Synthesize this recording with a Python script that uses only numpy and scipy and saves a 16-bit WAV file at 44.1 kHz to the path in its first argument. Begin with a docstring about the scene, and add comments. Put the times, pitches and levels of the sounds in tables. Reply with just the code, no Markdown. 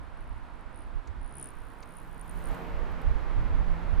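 """Hummingbird at a garden feeder

A hummingbird darts about, hovers close, gives two sharp chips and lands on the perch with tiny taps.
Each wingbeat makes the outer feathers whistle briefly: a thin, high trill over a soft hum and rustle.
Wind rumbles on the microphone, and the outdoor wash swells as the bird settles."""
import sys
import numpy as np
from scipy import signal
from scipy.fft import rfft, irfft
from scipy.io import wavfile

SR = 44100
rng = np.random.default_rng(int(sys.argv[2]) if len(sys.argv) > 2 else 0)


def unload_wav(signal):
    """Save mono or channel-first audio to the path in sys.argv[1] as 16-bit WAV at rate SR, clipped to [-1, 1]."""
    wavfile.write(
        sys.argv[1],
        SR,
        np.round(np.clip(np.atleast_2d(signal).T, -1, 1) * 32767).astype(np.int16),
    )


N = 176400
TIME = np.arange(N) / SR


# Wingbeat tempo: t/s, rate/Hz
WINGBEAT = [(0.0, 57.01), (0.3, 58.02), (0.62, 55.7), (0.77, 66.01), (0.9, 59.68), (1.1, 54.88),
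            (1.23, 63.2), (1.31, 63.48), (1.38, 70.75), (1.52, 60.69), (1.68, 60.62), (1.83, 56.05),
            (1.93, 64.89), (2.08, 61.92), (2.24, 58.9), (2.33, 64.33), (2.4, 59.95), (2.5, 65.85),
            (2.8, 58.19)]

def wingbeats():
    """The running count of wingbeats: the clock for trill, hum and rustle."""
    return np.cumsum(curve(WINGBEAT)) / SR + .055


def whistle(length, hz, glide):
    """One feather whistle: a smooth blip whose pitch slides, flutters and dips in the middle."""
    u = np.linspace(-1, 1, max(int(length * SR), 8))
    flutter = np.interp(u, np.linspace(-1, 1, num=8), rng.standard_normal(size=8))
    pitch = hz * (1 + .21 * u ** 2 + glide * u + .02 * flutter)
    return np.cos(np.pi * u / 2) ** 2 * np.sin(2 * np.pi * (np.cumsum(pitch) / SR + rng.random()))


# Fader ride of the trill: t/s, relative level/dB
TRILL_LEVEL = [(0, -76), (.02, -74), (.036, -60), (.06, -68), (.09, -67), (.115, -63), (.145, -76),
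               (.16, -73), (.175, -56), (.192, -66), (.208, -54), (.23, -62), (.243, -60), (.26, -72),
               (.277, -58), (.294, -56), (.312, -69), (.329, -61), (.347, -71), (.382, -61), (.415, -72),
               (.435, -63), (.47, -69), (.505, -65), (.523, -73), (.545, -59), (.578, -70), (.61, -58),
               (.635, -70), (.71, -73), (.73, -59), (.76, -51), (.795, -52), (.83, -56), (.86, -62),
               (.93, -72), (1.042, -68), (1.17, -78), (1.215, -58), (1.26, -51), (1.30, -54), (1.343, -49),
               (1.355, -42), (1.385, -37), (1.413, -37), (1.428, -33), (1.46, -38), (1.49, -42),
               (1.507, -48), (1.523, -63), (1.555, -56), (1.64, -56), (1.655, -62), (1.68, -55),
               (1.721, -53), (1.772, -66), (1.805, -50), (1.84, -66), (1.858, -57), (1.91, -52),
               (1.94, -54), (1.971, -44), (2.07, -64), (2.147, -54), (2.165, -68), (2.18, -55), (2.2, -47),
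               (2.214, -41.5), (2.231, -63), (2.248, -68), (2.265, -54), (2.282, -53), (2.295, -36.5),
               (2.328, -62), (2.377, -52), (2.411, -61), (2.435, -48), (2.458, -42), (2.489, -50),
               (2.503, -66), (2.52, -57), (2.535, -66), (2.566, -68), (2.7, -86)]
# Tuning of the whistles: t/s, f/Hz, glide/share of f per half whistle
TRILL_PITCH = [(0, 9400, -.16), (.2, 9550, -.17), (.28, 9850, -.19), (.37, 9450, -.16), (.55, 9700, -.15),
               (.75, 9300, -.06), (.85, 9500, -.04), (1.25, 9580, -.04), (1.34, 9500, -.01),
               (1.39, 9700, .07), (1.43, 9380, -.02), (1.5, 9480, -.03), (1.6, 9600, .05), (1.75, 9450, 0),
               (1.9, 9220, -.05), (1.97, 9520, .09), (2.02, 9800, .06), (2.07, 9480, -.04),
               (2.2, 9320, -.03), (2.28, 9380, .02), (2.31, 8950, .04), (2.34, 9480, .11), (2.4, 9500, .06),
               (2.45, 9100, .09), (2.5, 9420, -.02)]

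def trill(turns):
    """Both wings whistle once a beat with a scratch of air, longer in loud, fast flight."""
    scratch_db, far_wing_db, far_wing_jitter_s = -22, -9, .001
    out, air = np.zeros(N), band(10200, octaves=.12)
    beats = TIME[1:][np.diff(np.floor(turns)) > 0]
    beats = beats[beats < TRILL_LEVEL[-1][0]]
    for s, (loud, sharp, lag) in zip(beats, rng.standard_normal((len(beats), 3))):
        db, rate = curve(TRILL_LEVEL, s), curve(WINGBEAT, s)
        length = .0023 * np.exp(.022 * (db + 57)) * (rate / 60) ** 2.6
        spread_db = .7 + 1.2 * np.clip((-52 - db) / 10, 0, 1)  # weak whistles are more uneven
        gain = amp(db + .6 + spread_db * loud)
        hz = curve(TRILL_PITCH, s) * (1 + .009 * sharp)
        glide = curve(TRILL_PITCH, s, column=2)
        near_wing = whistle(length, hz, glide)
        far_wing = amp(far_wing_db) * whistle(length, hz, glide)
        scratch = amp(scratch_db) * np.hanning(len(near_wing)) * air[round(s * SR):][:len(near_wing)]
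        start = s - length / 2
        add(out, start, gain * (near_wing + scratch))
        add(out, start + far_wing_jitter_s * lag, gain * far_wing)
    return out


# Fader ride of the hum: t/s, level/dB
HUM_LEVEL = [(0, -70), (1.2, -63), (1.42, -52), (1.62, -63.5), (2.15, -61.5), (2.4, -64), (2.55, -48.5),
             (2.7, -72), (2.8, -84)]
# Its harmonics: multiple of the wingbeat, relative level/dB
HUM_HARMONICS = [(1, -4), (2, 4), (3, -5), (4, -4), (5, -6), (6, -7.5)]

def wing_hum(turns):
    """The strokes push air: low, wavering harmonics of the beat."""
    hum = np.zeros(N)
    for k, db in HUM_HARMONICS:
        gain = amp(db) * (1 + .16 * waver(rate_hz=13))
        hum += gain * np.sin(2 * np.pi * (k * turns + rng.random()))
    return amp(curve(HUM_LEVEL)) * unit(hum)


# Fader rides of the rustle: t/s, swish level/dB, fizz level/dB
RUSTLE_LEVEL = [(0, -85, -100), (1.25, -87, -105), (1.39, -68, -83), (1.43, -64, -70), (1.56, -80, -77.5),
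                (1.8, -80, -76.5), (1.98, -75, -72), (2.15, -79, -73.5), (2.35, -71.5, -67),
                (2.53, -67, -66), (2.66, -91, -72), (2.85, -85, -81), (3.1, -95, -95)]
# EQ of the feather swish: f/Hz, level/dB
SWISH_EQ = [(500, -16), (2500, 5.5), (4500, -2), (7000, -1.5), (11000, -15), (15000, -27)]
# EQ of the fizz at the feather edges: f/Hz, level/dB
FIZZ_EQ = [(3000, -35), (8000, -7), (11000, -8), (13000, -4.5), (15000, -4.5), (17000, -14)]

def wing_rustle(turns):
    """Feathers swish twice a beat; their fizz flicks up as the wings turn, ahead of each whistle."""
    lead_beats, width_beats = .37, .06
    strokes = unit(np.exp(.6 * np.cos(2 * np.pi * 2 * turns)))
    from_flick = (turns + lead_beats + .5) % 1 - .5
    flicks = unit(1 + 1.9 * np.exp(-.5 * (from_flick / width_beats) ** 2))
    swish = strokes * amp(curve(RUSTLE_LEVEL)) * noise(SWISH_EQ)
    fizz = flicks * amp(curve(RUSTLE_LEVEL, column=2)) * noise(FIZZ_EQ)
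    return swish + fizz


# Cues for the calls: t/s, sweep level/dB, starting f/Hz
CHIPS = [(1.072, -55.5, 8800), (1.8257, -51.5, 7850)]

def chips():
    """Very quick downward sweeps that level off into a buzzy note, scattered by things nearby."""
    sweep_s, fall_hz_per_s, overtone_db = .0062, 950000, -24
    buzz_s, buzz_hz = .01, 1980
    out, t = np.zeros(N), np.arange(0, sweep_s, 1 / SR)
    u = np.linspace(0, 1, int(buzz_s * SR))
    buzz_phase = 2 * np.pi * np.cumsum(buzz_hz * (1 + .45 * (1 - u) ** 2)) / SR
    buzz = np.sin(np.pi * u) * sum(np.sin(k * buzz_phase) / k for k in range(1, 5))
    for s, db, hz in CHIPS:
        phase = 2 * np.pi * np.cumsum(hz - fall_hz_per_s * t) / SR
        sweep = np.sin(phase) + amp(overtone_db) * np.sin(2 * phase)
        add(out, s, amp(db) * np.sin(np.pi * t / sweep_s) * sweep)
        add(out, s + .56 * sweep_s, amp(db - 2.5) * buzz)
    return out + amp(-5) * tail(out, t60=.015, delay_s=.0012)


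# Cues for the taps: t/s, relative level/dB, centre f/Hz
TAPS = [(2.5471, -52, 8800), (2.917, -56, 13000), (3.0155, -53, 10600), (3.3994, -65, 11000)]

def taps():
    """Feet and bill tick on the plastic, with a soft ring, as the bird lands and drinks."""
    tick_t60, ring_t60, ring_db = .014, .09, -9
    fade = amp(-60 * TIME / tick_t60) + amp(ring_db - 60 * TIME / ring_t60)
    out = np.zeros(N)
    for s, db, hz in TAPS:
        add(out, s, .43 * amp(db) * fade * band(hz, octaves=.45))
    return out


# EQ of the landing whoosh: f/Hz, level/dB
DOWNWASH_EQ = [(40, -23), (90, -11), (150, 6), (300, -4), (420, -8), (750, 3.5), (1200, -6), (2000, -15),
               (5000, -32), (12000, -59)]

def downwash():
    """A soft whoosh of air as the bird brakes over the perch."""
    peak_at_s, rise_s, fall_s, peak_db = 2.525, .051, .14, -46.5
    t = TIME - peak_at_s
    swell = np.exp(-.5 * (t / np.where(t < 0, rise_s, fall_s)) ** 2)
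    return amp(peak_db) * swell * noise(DOWNWASH_EQ)


# Pan moves of the bird: t/s, left minus right/dB, left phase lead/rad
BIRD_PAN = [(0, -1.5, 1.25), (.9, -1, 1.25), (1.38, 2, .65), (1.7, 2.4, .7), (2.0, 2.2, .45),
            (2.3, 1.6, .45), (2.5, 1, -.4)]

def place(x):
    """The bird's direction: a level and a phase difference between left and right."""
    right = (signal.hilbert(x) * np.exp(-1j * curve(BIRD_PAN, column=2))).real
    return np.array([x, right]) * pan(curve(BIRD_PAN))


# Early reflections: delay/s, level/dB
ECHOES = [(.0017, -13), (.0043, -19)]

def reflections(direct):
    """The trill bounces off feeder and tree."""
    out = np.zeros(N)
    for delay, db in ECHOES:
        add(out, delay, amp(db) * direct)
    return out


# Reverb send of the trill: t/s, level/dB
REVERB_SEND = [(0, -13), (.65, -13), (.82, -8), (1.0, -12), (1.3, -8), (1.37, -19), (1.45, -21), (1.7, -18),
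               (1.93, -14), (2.2, -22), (2.6, -18)]

def garden_reverb(direct):
    """The garden returns a short, diffuse echo."""
    return tail(direct * amp(curve(REVERB_SEND)), t60=.11, delay_s=.0017)


# Fader ride of the gusts: t/s, relative level/dB
WIND_LEVEL = [(0.0, -35), (0.19, -54), (0.21, -40.5), (0.42, -42.5), (0.47, -47), (0.67, -44.5),
              (0.7, -53.5), (0.98, -36), (1.07, -65), (1.09, -42), (1.64, -46.5), (1.68, -44), (1.94, -69),
              (1.96, -50), (2.52, -37.5), (2.57, -47), (2.75, -33), (2.88, -37.5), (2.93, -31),
              (3.01, -39.5), (3.1, -23.5), (3.19, -30), (3.34, -32.5), (3.41, -21), (3.48, -35), (3.5, -27),
              (3.62, -24), (3.66, -32), (3.73, -29), (3.78, -36.5), (3.91, -30.5), (4.0, -22)]
# EQ of the rumble: f/Hz, level/dB
WIND_EQ = [(5, -8), (18, -12), (28, 3.5), (45, -4), (70, -13.5), (110, -22), (200, -33), (500, -54),
           (2000, -101)]
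# Cues for sharper buffets: t/s, relative level/dB, centre f/Hz
BUFFETS = [(.34, -49, 70), (1.108, -37, 74.4), (1.197, -39, 43), (3.101, -27.5, 68), (3.38, -32.5, 67),
           (3.61, -31.5, 54), (3.928, -39, 69)]

def wind():
    """Wind on the microphone: a lumpy rumble with a few buffets, stronger on the right."""
    lump_db, buffet_s = 2, .027
    rumble = amp(curve(WIND_LEVEL) + 1 + lump_db * waver(rate_hz=10)) * noise(WIND_EQ)
    for s, db, hz in BUFFETS:
        swell = np.exp(-.5 * ((TIME - s) / buffet_s) ** 2)
        rumble += amp(db) * swell * np.array([band(hz, octaves=.35) for _ in range(2)])
    return rumble * pan(db=-8.5)


# EQ of the steady air: f/Hz, level/dB
AIR_EQ = [(30, 8), (120, 1.5), (260, 4), (430, -2.5), (750, 0), (960, 2.5), (1150, -0.5), (1450, -2),
          (2000, -9), (3200, -18), (4500, -24), (6200, -33.5), (9000, -33), (12300, -39), (14000, -59),
          (16000, -48)]
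# EQ of the wash: f/Hz, level/dB
WASH_EQ = [(30, -40), (130, -0.5), (250, 4), (380, 0.5), (700, 0), (1050, -1), (1500, -5), (2200, -10.5),
           (3200, -19.5), (4500, -26), (6500, -34.5), (9000, -40.5), (12500, -39.5), (15000, -56)]
# Fader ride of the wash: t/s, relative level/dB
WASH_LEVEL = [(0, -64.5), (2.1, -62.5), (2.35, -49), (2.55, -44), (2.8, -44), (3.3, -44), (4, -44)]
# Stereo balance of the bed: f/Hz, left minus right/dB
BED_BALANCE = [(60, -25), (190, -2.5), (340, -0.5), (600, -4), (1500, -3), (3300, -1.5), (6000, 0.5),
               (12000, 0)]

def outdoors():
    """The ambience bed: steady air, a swelling wash and a drone, leaning right."""
    bed = amp(-50.5) * noise(AIR_EQ) + amp(curve(WASH_LEVEL)) * noise(WASH_EQ) + drone()
    balance_db = read(BED_BALANCE, np.fft.rfftfreq(N, 1 / SR))
    return irfft(rfft(bed) * pan(balance_db), N)


# Fader rides of the drone: t/s, relative level/dB of the low tone, of the high tone
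DRONE_LEVEL = [(0, -81, -79), (1.7, -70, -70.5), (2.1, -61, -72.5), (2.6, -48.5, -54), (3.1, -58, -58),
               (3.3, -63.5, -62), (3.6, -47.5, -64), (4, -49, -66)]

def drone():
    """Two faint, far-off tones that waver in pitch and flicker in level."""
    pitches_hz, flicker_db = (168.1, 462.5), 2.4
    out = np.zeros(N)
    for column, hz in enumerate(pitches_hz, start=1):
        phase = 2 * np.pi * np.cumsum(hz * (1 + .008 * waver(rate_hz=6.83))) / SR
        db = curve(DRONE_LEVEL, column=column) + flicker_db * waver(rate_hz=7.9)
        out += amp(db) * unit(np.sin(phase))
    return out


# Stereo width of the noise layers: f/Hz, left-right correlation
CORRELATION = [(60, -0.59), (260, 0.45), (550, 0.37), (1150, .5), (2400, 0.62), (9000, 0.34), (13000, 0.44)]

def noise(eq):
    """Coloured stereo noise of rms 1, partly alike in the two ears."""
    hz = np.fft.rfftfreq(N, 1 / SR)
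    left, other = rfft(rng.standard_normal((2, N)))
    same = np.clip(read(CORRELATION, hz), -1, 1)
    right = same * left + np.sqrt(1 - same ** 2) * other
    return unit(irfft(np.array([left, right]) * amp(read(eq, hz)), N))


def band(centre_hz, octaves):
    """Noise in one soft band."""
    hz = np.fft.rfftfreq(N, 1 / SR)
    bell = np.exp(-.5 * (np.log2((hz + 1) / centre_hz) / octaves) ** 2)
    return unit(irfft(rfft(rng.standard_normal(N)) * bell, N))


def waver(rate_hz):
    """Slow random drift of rms 1."""
    hz = np.fft.rfftfreq(N, 1 / SR)
    return unit(irfft(rfft(rng.standard_normal(N)) * np.exp(-(hz / rate_hz) ** 2), N))


def tail(x, t60, delay_s):
    """Diffuse stereo reverb from a burst of decaying noise."""
    t = np.arange(SR // 2) / SR
    impulse = rng.standard_normal((2, len(t))) * amp(-60 * t / t60) * (t > delay_s)
    return signal.fftconvolve(x[None], impulse / np.linalg.norm(impulse[0]), axes=1)[:, :N]


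def amp(db):
    """Decibels to gain."""
    return 10 ** (np.asarray(db) / 20)


def unit(x):
    """Scales to rms 1."""
    return x / np.sqrt(np.mean(x ** 2) + 1e-30)


def curve(rows, t=TIME, column=1):
    """Reads one column of a time table."""
    rows = np.array(rows)
    return np.interp(t, rows[:, 0], rows[:, column])


def read(rows, hz):
    """Reads a table on a log-frequency axis."""
    f, value = np.transpose(rows)
    return np.interp(np.log(hz + 1), np.log(f + 1), value)


def pan(db):
    """Left and right gains for a level difference."""
    return amp(np.array([[.5], [-.5]]) * db)


def add(mix, s, sound):
    """Drops a sound into the mix at a time."""
    part = mix[max(round(s * SR), 0):][:len(sound)]
    part += sound[:len(part)]


def scene():
    """The bird and its echoes over wind and garden ambience."""
    turns = wingbeats()
    direct = trill(turns)
    bird = place(direct + reflections(direct) + taps()) + chips() + garden_reverb(direct)
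    return bird + wing_hum(turns) + wing_rustle(turns) + downwash() + wind() + outdoors()


def record(dry):
    """A steep low-pass on the whole mix."""
    cutoff_hz = 15400
    lowpass = signal.firwin(511, cutoff_hz, window=("kaiser", 9), fs=SR)
    return signal.oaconvolve(dry, lowpass[None], "same")


dry = scene()
out = record(dry)
unload_wav(out)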